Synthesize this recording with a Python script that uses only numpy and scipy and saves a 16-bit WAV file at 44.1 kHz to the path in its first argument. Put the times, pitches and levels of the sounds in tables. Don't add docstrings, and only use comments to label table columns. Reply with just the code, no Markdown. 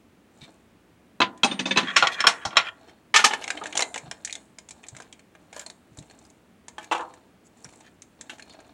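import sys
import numpy as np
from scipy import signal
from scipy.fft import rfft, irfft
from scipy.io import wavfile
from scipy.ndimage import uniform_filter1d

SR = 44100
rng = np.random.default_rng(int(sys.argv[2]) if len(sys.argv) > 2 else 0)


def unload_wav(signal):
    wavfile.write(
        sys.argv[1],
        SR,
        np.round(np.clip(np.atleast_2d(signal).T, -1, 1) * 32767).astype(np.int16),
    )


N = 384993


TABLE_KNOCKS = [(1.2029, -13, 1.5, -13.5, 0.039), (1.2155, -9, -5, -20.5, 0.095),
                (1.4325, -6.5, -10, -13.5, 0.048), (1.4431, -12, -1.5, -5.5, .09),
                (1.4712, -28.5, -9.5, -22, 0.34), (1.759, -17, -4.5, -20, 0.25),
                (1.7718, -8, -8, -10, 0.13), (1.7848, -12.5, -7.5, -33, 0.045),
                (1.8304, -32.5, -5, -15.5, 0.12)]
# frequency in Hz, level in dB.
TABLE_TONE = [(53, -55), (90, -19), (192, -3.5), (278, -1.5), (457, -11.5), (977, -7.5), (1720, -16.5),
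              (1950, -15), (2530, -15.5), (3910, -13.5), (5300, -16.5), (6440, -16.5), (8910, -33),
              (9720, -36.5), (16000, -63)]
# pitch in Hz, width in Hz, level in dB.
TABLE_MODES = [(683, 36, -5), (797, 9.7, -3), (1013, 25, -0.5), (1087, 18, -8.5), (1340, 47, -11.5),
               (1570, 84, -7.5), (2284, 59, -17), (2593, 52, 1), (3234, 95, -5), (3980, 70, -1.5),
               (4304, 34, -14.5), (5020, 83, -8.5), (5300, 170, -22), (6020, 39, -16), (6210, 61, -14),
               (6620, 44, -14), (6940, 22, -21.5), (7430, 54, -19.5)]

def table_knocks():
    return blows(TABLE_KNOCKS, TABLE_TONE, TABLE_MODES, modes_db=4.0, damping=.9, grip_hz=8.0,
                 rise_s=.002, bass_db=-12.0, air_db=-13.5)


JUDDERS = [(1.5122, -16.5, -10, -16, 0.093), (1.5916, -13.5, -11, -10, .08),
           (1.6554, -15, -6.5, -10.5, 0.13), (1.7084, -9, -13.5, -17, .07)]
# pitch in Hz, width in Hz, level in dB.
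JUDDER_MODES = [(540.6, 21, -2.5), (953, 34, -2), (1722, 41, -12.5), (2312, 79, -6.5), (2576, 72, 0.5),
                (2950, 160, -2), (3300, 46, -15.5), (3600, 43, -0.5), (4740, 56, -12.5), (4970, 39, -15),
                (6100, 76, -6), (6260, 30, -11)]

def lid_judder():
    return blows(JUDDERS, TABLE_TONE, JUDDER_MODES, modes_db=8.5, damping=.78, grip_hz=14.0,
                 rise_s=.008, bass_db=-11.5, air_db=-18.5)


LID_CLACKS = [(1.9609, -12.5, -13, -12, .13), (1.9643, -3.5, -7.5, -6.5, 0.14),
              (2.0245, -9.5, 4.5, -12.5, .14), (2.07, -9, -8, -11, .056), (2.2037, -12, -11.5, -5.5, .07),
              (2.2401, -18, 8.5, -15, .17), (2.2685, -1.5, -5, -4, .13), (2.4513, -24, 6.5, 1.5, 0.11),
              (2.5061, -34.5, -3, -14, .15), (2.529, -36, 7.5, -21.5, .1), (2.557, -27.5, 2, -18, .1),
              (2.5685, -2.5, -6, -9, .12)]
# frequency in Hz, level in dB.
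LID_TONE = [(71, -57.5), (120, -21.5), (535, -21.5), (617, -11.5), (1290, -11.5), (1400, -2), (1650, -15),
            (1980, -8), (3590, -14), (4140, -12), (4880, -21), (5410, -12), (5750, -16.5), (7200, -26),
            (16000, -70)]
# pitch in Hz, width in Hz, level in dB.
LID_MODES = [(1120, 38, -0.5), (1401, 28, 1.5), (1706, 110, -7.5), (1890, 110, -7), (2386, 42, -3.5),
             (2555, 61, -11.5), (2780, 37, -13), (3255, 110, 0.5), (3760, 52, -17.5), (3910, 44, -7),
             (4220, 59, -6), (4950, 24, -23), (5380, 43, 0), (6300, 110, -17.5), (5850, 57, -18),
             (6830, 57, -12.5), (6830, 90, -15.5), (7140, 76, -14), (7640, 23, -30)]

def lid_clacks():
    return blows(LID_CLACKS, LID_TONE, LID_MODES, modes_db=6.0, damping=.85, grip_hz=2.0,
                 rise_s=.0012, bass_db=-24.5, air_db=-13.0)


# s, while the bag is being handled.
TIN_CLAPS = [(3.1404, -6.5, -7.5, -12, .22), (3.1598, -4.5, -7.5, -5, 0.092),
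             (3.1896, -13, -4.5, -10.5, .15), (3.2405, -10, 3, -8, 0.13), (3.2431, -7, -12, -1.5, .11),
             (3.3076, -21.5, 2, -18, 0.24), (3.3336, -15.5, -2, -12.5, 0.066), (3.6131, -41, 15, -35, 0.18),
             (3.804, -23, 1, 4, 0.069)]
# frequency in Hz, level in dB.
TIN_TONE = [(88, -64.5), (150, -34), (270, -16.5), (348, -30.5), (398, -13.5), (555, -18.5), (871, -0.5),
            (1020, -7.5), (1530, -13.5), (1760, -1), (1940, -12.5), (2310, -8), (4760, -14.5),
            (6260, -13.5), (16000, -56)]
# pitch in Hz, width in Hz, level in dB.
TIN_MODES = [(430.7, 78, -11), (845, 17, 6), (1243, 41, 6.5), (1434, 14, 8), (1772, 140, -5.5),
             (2230, 160, -2.5), (2440, 20, -6), (2640, 300, -7), (3020, 17, 5.5), (3378, 100, -20.5),
             (3895, 40, -8.5), (4272, 32, -10.5), (4760, 74, -13), (5030, 174, -7.5), (5560, 76, -12.5),
             (5560, 58, -15), (5900, 61, -12.5), (6300, 72, -12), (7400, 31, -8), (7650, 100, -18.5)]

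def tin_claps():
    return blows(TIN_CLAPS, TIN_TONE, TIN_MODES, modes_db=4.5, damping=.8, grip_hz=10.0,
                 rise_s=.002, bass_db=-23.5, air_db=-8.5)


FLOOR_KNOCKS = [(6.7816, -30, 4.5, -3.5, 0.059), (6.9125, -20.5, 10, -11, 0.091),
                (6.9217, -18, 6, -7, 0.08), (6.9475, -27, 11.5, -8, 0.14), (6.9935, -37.5, 17, -12, 0.19),
                (7.0068, -39, 9.5, 0, 0.071), (8.2957, -28, -10.5, -4, .098)]
# frequency in Hz, level in dB.
FLOOR_TONE = [(110, -79), (180, -81), (322, 4), (460, -23), (506, 4.5), (555, -62), (610, -9.5), (888, 0),
              (1130, -3), (1710, -5), (2110, -4), (2840, -1.5), (4900, -38.5), (7000, -32.5), (16000, -65)]
# pitch in Hz, width in Hz, level in dB.
FLOOR_MODES = [(317, 16.3, 4.5), (637, 12, -10), (848, 29, -5), (1064, 38, -21), (1275, 11, -27),
               (1524, 35, -10), (1740, 72, -6), (2680, 110, -13.5), (3170, 69, -22.5), (3580, 89, -33.5)]

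def floor_knocks():
    return blows(FLOOR_KNOCKS, FLOOR_TONE, FLOOR_MODES, modes_db=6.5, damping=.97, grip_hz=1.7,
                 rise_s=.0011, bass_db=-28.5, air_db=-13.0)


def blows(rows, tone, modes, modes_db, damping, grip_hz, rise_s, bass_db, air_db):
    out, t = np.zeros(N), np.arange(11264) / SR
    damped = np.array(modes) * [1, damping, 1]
    for start, db, body, treble, fade_s in rows:
        clatter = colour(rng.standard_normal(len(t)), tone) * amp(-60 * t / fade_s)
        ring = ringing(damped, t) * np.exp(-np.pi * grip_hz * t)
        blow = clatter / loudest(clatter) + amp(modes_db) * ring / loudest(ring)
        blow *= onset(t, rise_s)
        bass = bass_db + .5 * body - .5 * db
        add(out, start, set_bands(blow, db + np.array([bass, body, 0, treble, treble + air_db])))
    return out


# start in seconds, treble level in dB,
# body and middle in dB against that level.
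SNAPS = [(1.3753, -45.5, -15.5, -4), (3.4406, -26, -6, 4.5), (3.478, -25, -1.5, 6.5), (3.5034, -19, -6, 7),
         (3.5738, -40.5, -13, 18), (3.6372, -30.5, 1, 2), (3.6574, -32, 1, 12.5), (3.6675, -30, -3, -3),
         (3.7258, -31, -16, 6.5), (3.7532, -23.5, 3.5, 1.5), (3.7696, -22.5, -4, 4),
         (3.7745, -8, -15.5, -12), (3.7927, -15.5, -1.5, 1), (3.8225, -12.5, -6, 0.5),
         (3.9424, -23.5, -9, 0), (3.959, -25.5, 4, 2), (3.9778, -25.5, -21, 3), (4.1124, -22.5, -6.5, -1.5),
         (4.2487, -17, -41, -11), (4.2746, -34.5, -30, 8.5), (4.297, -38, -19, 12.5),
         (4.3073, -32, -13, -2), (4.3265, -20, -24, -7), (4.3533, -26, -34, -0.5), (4.5853, -30, -11, -4),
         (4.688, -32.5, -16, -8), (4.708, -29.5, -12, -7), (4.8387, -44.5, -4, 11.5), (4.866, -42, -22, -3),
         (4.8845, -27, -20, -18), (4.9492, -46.5, 4, 8), (4.9658, -32.5, -8, -1.5), (5.0014, -37.5, 7, .5),
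         (5.0218, -40, -1, -5), (5.1264, -35.5, -25, 1.5), (5.1935, -47, -10, 5), (5.3512, -53.5, 11, 12.5),
         (5.5283, -37.5, 3, 3), (5.564, -31, 3, -10), (5.595, -24, -13, -10), (5.6174, -41, -2.5, -11),
         (5.663, -26.5, -10.5, -11), (5.7, -31, -9.5, -4.5), (5.9728, -38, -2.5, -21),
         (5.9873, -33, -20, -11), (6.1888, -43, -21, -23), (6.2507, -45, -6, -13), (6.301, -44, -18, -21),
         (6.6824, -29.5, -5.5, -6), (6.844, -36.5, -15, -6), (6.9798, -37.5, 7, 2),
         (7.6446, -28.5, -12, -27.5), (7.8059, -44.5, -5, -3), (8.0201, -32.5, -22.5, -11.5),
         (8.2105, -27.5, -18, -8.5), (8.3958, -42.5, 0, 11), (8.4234, -36.5, -17, 0.5)]
# frequency in Hz, level in dB.
BAG_TONE = [(240, -43), (400, -12), (750, 0), (1150, -10.5), (1580, -6.5), (2200, 0.5), (3000, -5),
            (3800, -5), (4800, -14), (7000, -1.5), (9000, -7.5), (10500, -13), (12500, -30.5),
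            (16000, -38.5)]
# pitch in Hz, width in Hz, level in dB.
BAG_MODES = [(900, 75, -6), (1700, 150, 1), (2290, 99, 2), (3057, 84, -5), (3590, 140, -1.5),
             (4290, 43, -1), (5300, 110, -1.5), (6330, 160, -0.5), (6830, 200, -0.5), (7900, 200, -2)]

def bag_snaps(rows, fade_s=.043, ring_db=2.5, detune=.075, grip_hz=41.0):
    out, t = np.zeros(N), np.arange(4096) / SR
    for start, db, body, middle in rows:
        tick = colour(rng.standard_normal(len(t)), BAG_TONE) * amp(-60 * t / fade_s)
        tension = 1 + detune * rng.uniform(-1, 1)
        ring = ringing(np.array(BAG_MODES) * [tension, 1, 1], t, spread_db=15.0)
        ring *= np.exp(-np.pi * grip_hz * t)
        snap = tick / loudest(tick) + amp(ring_db) * ring / loudest(ring)
        snap *= onset(t, rise_s=.00042)
        air = -19.5 - .24 * db
        add(out, start, set_bands(snap, db + np.array([body - 11, body, middle, 0, air])))
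    return out


# frequency in Hz, level in dB.
SCRAPE_TONE = [(180, -50.5), (300, -15.5), (762, -10.5), (853, -21), (1160, -5.5), (1280, -15), (1400, -12),
               (1910, -5.5), (2130, -12), (3400, -16.5), (4770, -36), (6580, -24), (14000, -55.5)]
# start and length in seconds, level in dB, centre pitch in Hz,
# width in octaves.
LID_PUSHES = [(1.86, 0.062, -28, 1844, 0.43), (2.11, 0.052, -35, 2620, 0.91), (2.165, .08, -31.5, 1748, .5),
              (2.405, 0.045, -44.5, 1700, 0.62), (2.63, 0.079, -33, 1470, .7)]

def lid_scrape():
    drag_db = -35 + swell(start=1.84, length=.38, rise_db_per_s=60, fall_db_per_s=51)
    drag = friction(drag_db, SCRAPE_TONE, slips_per_s=550, spread_db=2.5, hiss=.5, fade_s=.06)
    return amp(-3.5) * resonate(drag, LID_MODES, share=.5) + strokes(LID_PUSHES, LID_MODES, share=.33)


# pitch in Hz, width in Hz, level in dB.
TABLE_BOOM = [(190, 8, 0), (260, 7, 2), (300, 14, -7), (355, 18, -10)]

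def table_boom(knock_db=-34.0, judder_db=-29.0, damping=1.3):
    out, t = np.zeros(N), np.arange(SR // 2) / SR
    for rows, db in (TABLE_KNOCKS, knock_db), (JUDDERS, judder_db):
        for start, *_ in rows:
            detune = rng.uniform(.965, 1.035)
            boom = ringing(np.array(TABLE_BOOM) * [detune, damping, 1], t) * onset(t, rise_s=.0029)
            add(out, start, amp(db) * boom / loudest(boom))
    return out


# start in seconds, level in dB.
SPINNER_JOLTS = [(1.435, -5), (1.51, -15.5), (1.59, -20), (1.69, -18.5)]
# pitch in Hz, width in Hz, level in dB.
SPINNER_MODES = [(8790, 8, 0), (8330, 9, -3)]

def spinner_ring(level_db=-35.5):
    out, t = np.zeros(N), np.arange(SR // 2) / SR
    for start, db in SPINNER_JOLTS:
        ring = ringing(SPINNER_MODES, t) * onset(t, rise_s=.0029)
        add(out, start, amp(db + level_db) * ring / loudest(ring))
    return out


# start and length in seconds, rubbing and crinkle in dB.
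HANDLING = [(.42, .06, -53.5, -72), (2.8, .1, -56, -81), (3.292, .53, -43, -62), (3.93, .13, -48.5, -82),
            (4.22, .18, -55.5, -74), (4.73, .33, -58, -82), (5.454, .25, -60.5, -77),
            (5.965, .3, -59.5, -74), (6.809, 0.36, -56, -78), (7.603, 0.18, -58, -65.5),
            (8.231, .47, -54, -77.5)]
# frequency in Hz, level in dB.
RUB_TONE = [(150, -29.5), (250, 6), (563, -3), (643, 4.5), (1140, -5), (1490, -10.5), (1890, -8.5),
            (4080, -11.5), (5120, -23.5), (6000, -17.5), (7800, -44), (13200, -120)]
CRINKLE_TONE = [(3000, -25.5), (5000, -9), (7300, 3.5), (9500, -4.5), (12000, -21.5), (16000, -28)]

def fingers():
    rub_db = crinkle_db = -np.inf
    for start, length, rub, crinkle in HANDLING:
        touch_db = swell(start, length, rise_db_per_s=168.5, fall_db_per_s=110.5)
        rub_db = np.maximum(rub_db, touch_db + rub)
        crinkle_db = np.maximum(crinkle_db, touch_db + crinkle)
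    rubbing = friction(rub_db, RUB_TONE, slips_per_s=160, spread_db=4.5, hiss=.48, fade_s=.03)
    rubbing = resonate(rubbing, BAG_MODES, share=.2)
    crackle = friction(crinkle_db, CRINKLE_TONE, slips_per_s=180, spread_db=5.5, hiss=.35, fade_s=.015)
    return amp(-3.5) * rubbing + amp(4.0) * crackle


def small_creases(per_s=9.0, spread_db=3.0):
    start, length = np.transpose(HANDLING)[:2]
    rows = []
    for pick, when, strength in rng.random((round(per_s * length.sum()), 3)):
        spell = np.searchsorted(np.cumsum(length) / length.sum(), pick)
        db = -46.5 + spread_db * (2 * strength - 1)
        rows.append((start[spell] + when * length[spell], db, 0, 1))
    return bag_snaps(rows)


BRUSHES = [(0.403, 0.063, -48.5, 2980, 0.77), (2.871, 0.048, -56, 1514, 1.2), (3.408, 0.041, -41, 2560, 1),
           (4.906, 0.21, -64.5, 1100, 1.4), (5.527, 0.13, -47, 1500, 2), (6.792, 0.072, -49.5, 1110, 1.7),
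           (7.438, 0.049, -60.5, 7000, 0.35), (7.64, 0.032, -52.5, 1700, 0.57),
           (7.827, 0.073, -56.5, 1800, 0.85), (8.3, 0.076, -56, 2210, 1.6), (8.485, 0.054, -53, 3930, 0.27)]

def strokes(rows, modes, share, roughness=.45, slope_db=11.0):
    out, octaves = np.zeros(N), np.arange(-8, 9) / 2
    for start, length, db, hz, width in rows:
        size = round(length * SR)
        noise = rng.standard_normal(size)
        flutter = unit(uniform_filter1d(rng.standard_normal(size), size=90))
        slips = resonate(noise * np.exp(roughness * flutter), modes, share)
        hump_db = -slope_db * (np.hypot(1, 2 * octaves / width) - 1) / 2
        tone = np.column_stack([hz * 2 ** octaves, hump_db])
        add(out, start, amp(db) * colour(slips, tone) * signal.windows.tukey(size, .7))
    return out


# start in seconds, level in dB, seconds to fade by 60 dB.
BUMPS = [(0.419, -39.5, 0.051), (2.456, -30, 0.083), (4.03, -37.5, 0.12), (4.069, -37, 0.18),
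         (4.919, -38.5, 0.19), (5.909, -41, 0.083), (5.984, -32, 0.08), (7.652, -41.5, 0.12)]

def bumps(level_db=-6.0):
    out, t = np.zeros(N), np.arange(SR // 2) / SR
    tone = [(20, -21.5), (70, -7), (150, 1), (300, -16), (900, -61.0), (3000, -91.5)]
    for start, db, fade_s in BUMPS:
        thud = colour(rng.standard_normal(len(t)), tone)
        thud *= amp(-60 * t / fade_s) * onset(t, rise_s=.0098)
        add(out, start, amp(db + level_db) * thud / loudest(thud))
    return out


# frequency in Hz, seconds to fade by 60 dB.
ROOM_DECAY = [(150, 0.55), (800, .42), (2500, 0.12), (6000, 0.18), (14000, 1)]

def room(x, echo_db, gap_s=.0033, echoes_per_s=4000):
    taps = rng.choice([-1., 1.], SR // 2) * (rng.random(SR // 2) < echoes_per_s / SR)
    taps[:round(gap_s * SR)] = 0
    hz, t, bands = signal.stft(taps, SR, nperseg=256)
    bands *= amp(look_up([(300, 1.0), (1000, -1.5), (3000, 3), (6000, -6.5), (14000, -13)], hz))[:, None]
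    bands *= amp(-60 * t / look_up(ROOM_DECAY, hz)[:, None])
    tail = signal.istft(bands, SR, nperseg=256)[1]
    return x + amp(echo_db) * signal.fftconvolve(x, tail / np.linalg.norm(tail))[:N]


# frequency in Hz, level in dB.
ROOM_TONE = [(20, -30), (64, -7.5), (120, -8.5), (148, -11.5), (175, -5), (320, -7.5), (470, -13),
             (720, -17), (1040, -20), (2480, -24.5), (5000, -34.5), (7500, -35), (12000, -37.5),
             (16000, -28.5)]

def background(air_db=-58.0, hum_db=-70.0):
    air = colour(rng.standard_normal(N), ROOM_TONE)
    hum_tone = [(150, -73), (182, -2.5), (205, -18.0), (233, 9), (270, -15.5), (315, -1.5), (380, -69)]
    return amp(air_db) * air + amp(hum_db) * colour(rng.standard_normal(N), hum_tone)


def ringing(modes, t, spread_db=6.0):
    hz, width, db = np.transpose(modes)[:, :, None]
    strength = width * amp(db + spread_db * rng.standard_normal(hz.shape))
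    waves = np.sin(2 * np.pi * (hz * t + rng.random(hz.shape)))
    return (strength * np.exp(-np.pi * width * t) * waves).sum(0)


def friction(db, tone, slips_per_s, spread_db, hiss, fade_s):
    slips = (rng.random(N) < slips_per_s / SR) * amp(spread_db * np.minimum(rng.exponential(1, N), 3))
    power = signal.oaconvolve(slips ** 2, amp(-120 * np.arange(1024) / SR / fade_s))[:N]
    grains = np.sqrt(abs(power) / power.mean() + hiss ** 2) * rng.standard_normal(N)
    return colour(grains, tone) * amp(db)


def resonate(x, modes, share):
    rung = signal.fftconvolve(x, ringing(modes, np.arange(8192) / SR))[:len(x)]
    return np.sqrt(1 - share) * x + np.sqrt(share) * np.std(x) * unit(rung)


BAND_EDGES = [450, 1400, 4000, 8000]

def set_bands(x, levels_db, pad=512):
    x = np.pad(x, pad)
    hz = np.fft.rfftfreq(len(x), 1 / SR)
    below = [0 * hz] + [1 / (1 + (hz / edge) ** 10) for edge in BAND_EDGES] + [0 * hz + 1]
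    bands = irfft(np.diff(below, axis=0) * rfft(x), len(x))
    return sum(amp(db) * band / loudest(band) for db, band in zip(levels_db, bands))[pad:-pad]


def thin_bass(x, corner_hz):
    return signal.sosfilt(signal.butter(3, corner_hz, "highpass", fs=SR, output="sos"), x)


def swell(start, length, rise_db_per_s, fall_db_per_s):
    t = np.arange(N) / SR - start
    return -rise_db_per_s * np.maximum(-t, 0) - fall_db_per_s * np.maximum(t - length, 0)


def onset(t, rise_s):
    return 1 - np.exp(-t / rise_s)


def colour(x, tone):
    gain = amp(look_up(tone, np.fft.rfftfreq(len(x), 1 / SR)))
    return unit(irfft(rfft(x) * gain, len(x)))


def look_up(points, hz):
    row_hz, value = np.transpose(points)
    return np.interp(np.log(hz + 1), np.log(row_hz + 1), value)


def loudest(x):
    return np.sqrt(uniform_filter1d(x ** 2, 176).max() + 1e-20)


def unit(x):
    return x / np.sqrt(np.mean(x ** 2) + 1e-20)


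def amp(db):
    return 10 ** (np.asarray(db) / 20)


def add(mix, start, sound):
    part = mix[round(start * SR):][:len(sound)]
    part += sound[:len(part)]


def scene():
    table = amp(-6.0) * table_knocks() + amp(-10.0) * lid_judder()
    table += amp(-7.6) * lid_clacks() + amp(-7.0) * tin_claps()
    floor = amp(-9.0) * floor_knocks()
    table += lid_scrape() + table_boom() + spinner_ring()
    bag = amp(-10.5) * (bag_snaps(SNAPS) + small_creases())
    bag += fingers() + strokes(BRUSHES, BAG_MODES, share=.2)
    mix = room(thin_bass(table, corner_hz=132.0), echo_db=-16.5)
    mix += room(thin_bass(bag, corner_hz=110.0), echo_db=-12.5)
    mix += room(floor, echo_db=-14.0)
    return (mix + bumps() + background())[None]


# frequency in Hz, gain in dB.
MICROPHONE = [(20, -8), (40, -4), (70, 0), (9000, 0), (11000, -2), (13000, -9), (16000, -8)]

def record(dry, ceiling=.92, cut_off_hz=16000):
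    rounded = dry / (1 + (dry / ceiling) ** 6) ** (1 / 6)
    heard = irfft(rfft(rounded) * amp(look_up(MICROPHONE, np.fft.rfftfreq(N, 1 / SR))), N)
    low_pass = signal.firwin(301, cut_off_hz, window=("kaiser", 8), fs=SR)
    return signal.oaconvolve(heard, low_pass[None], "same")


dry = scene()
out = record(dry)
unload_wav(out)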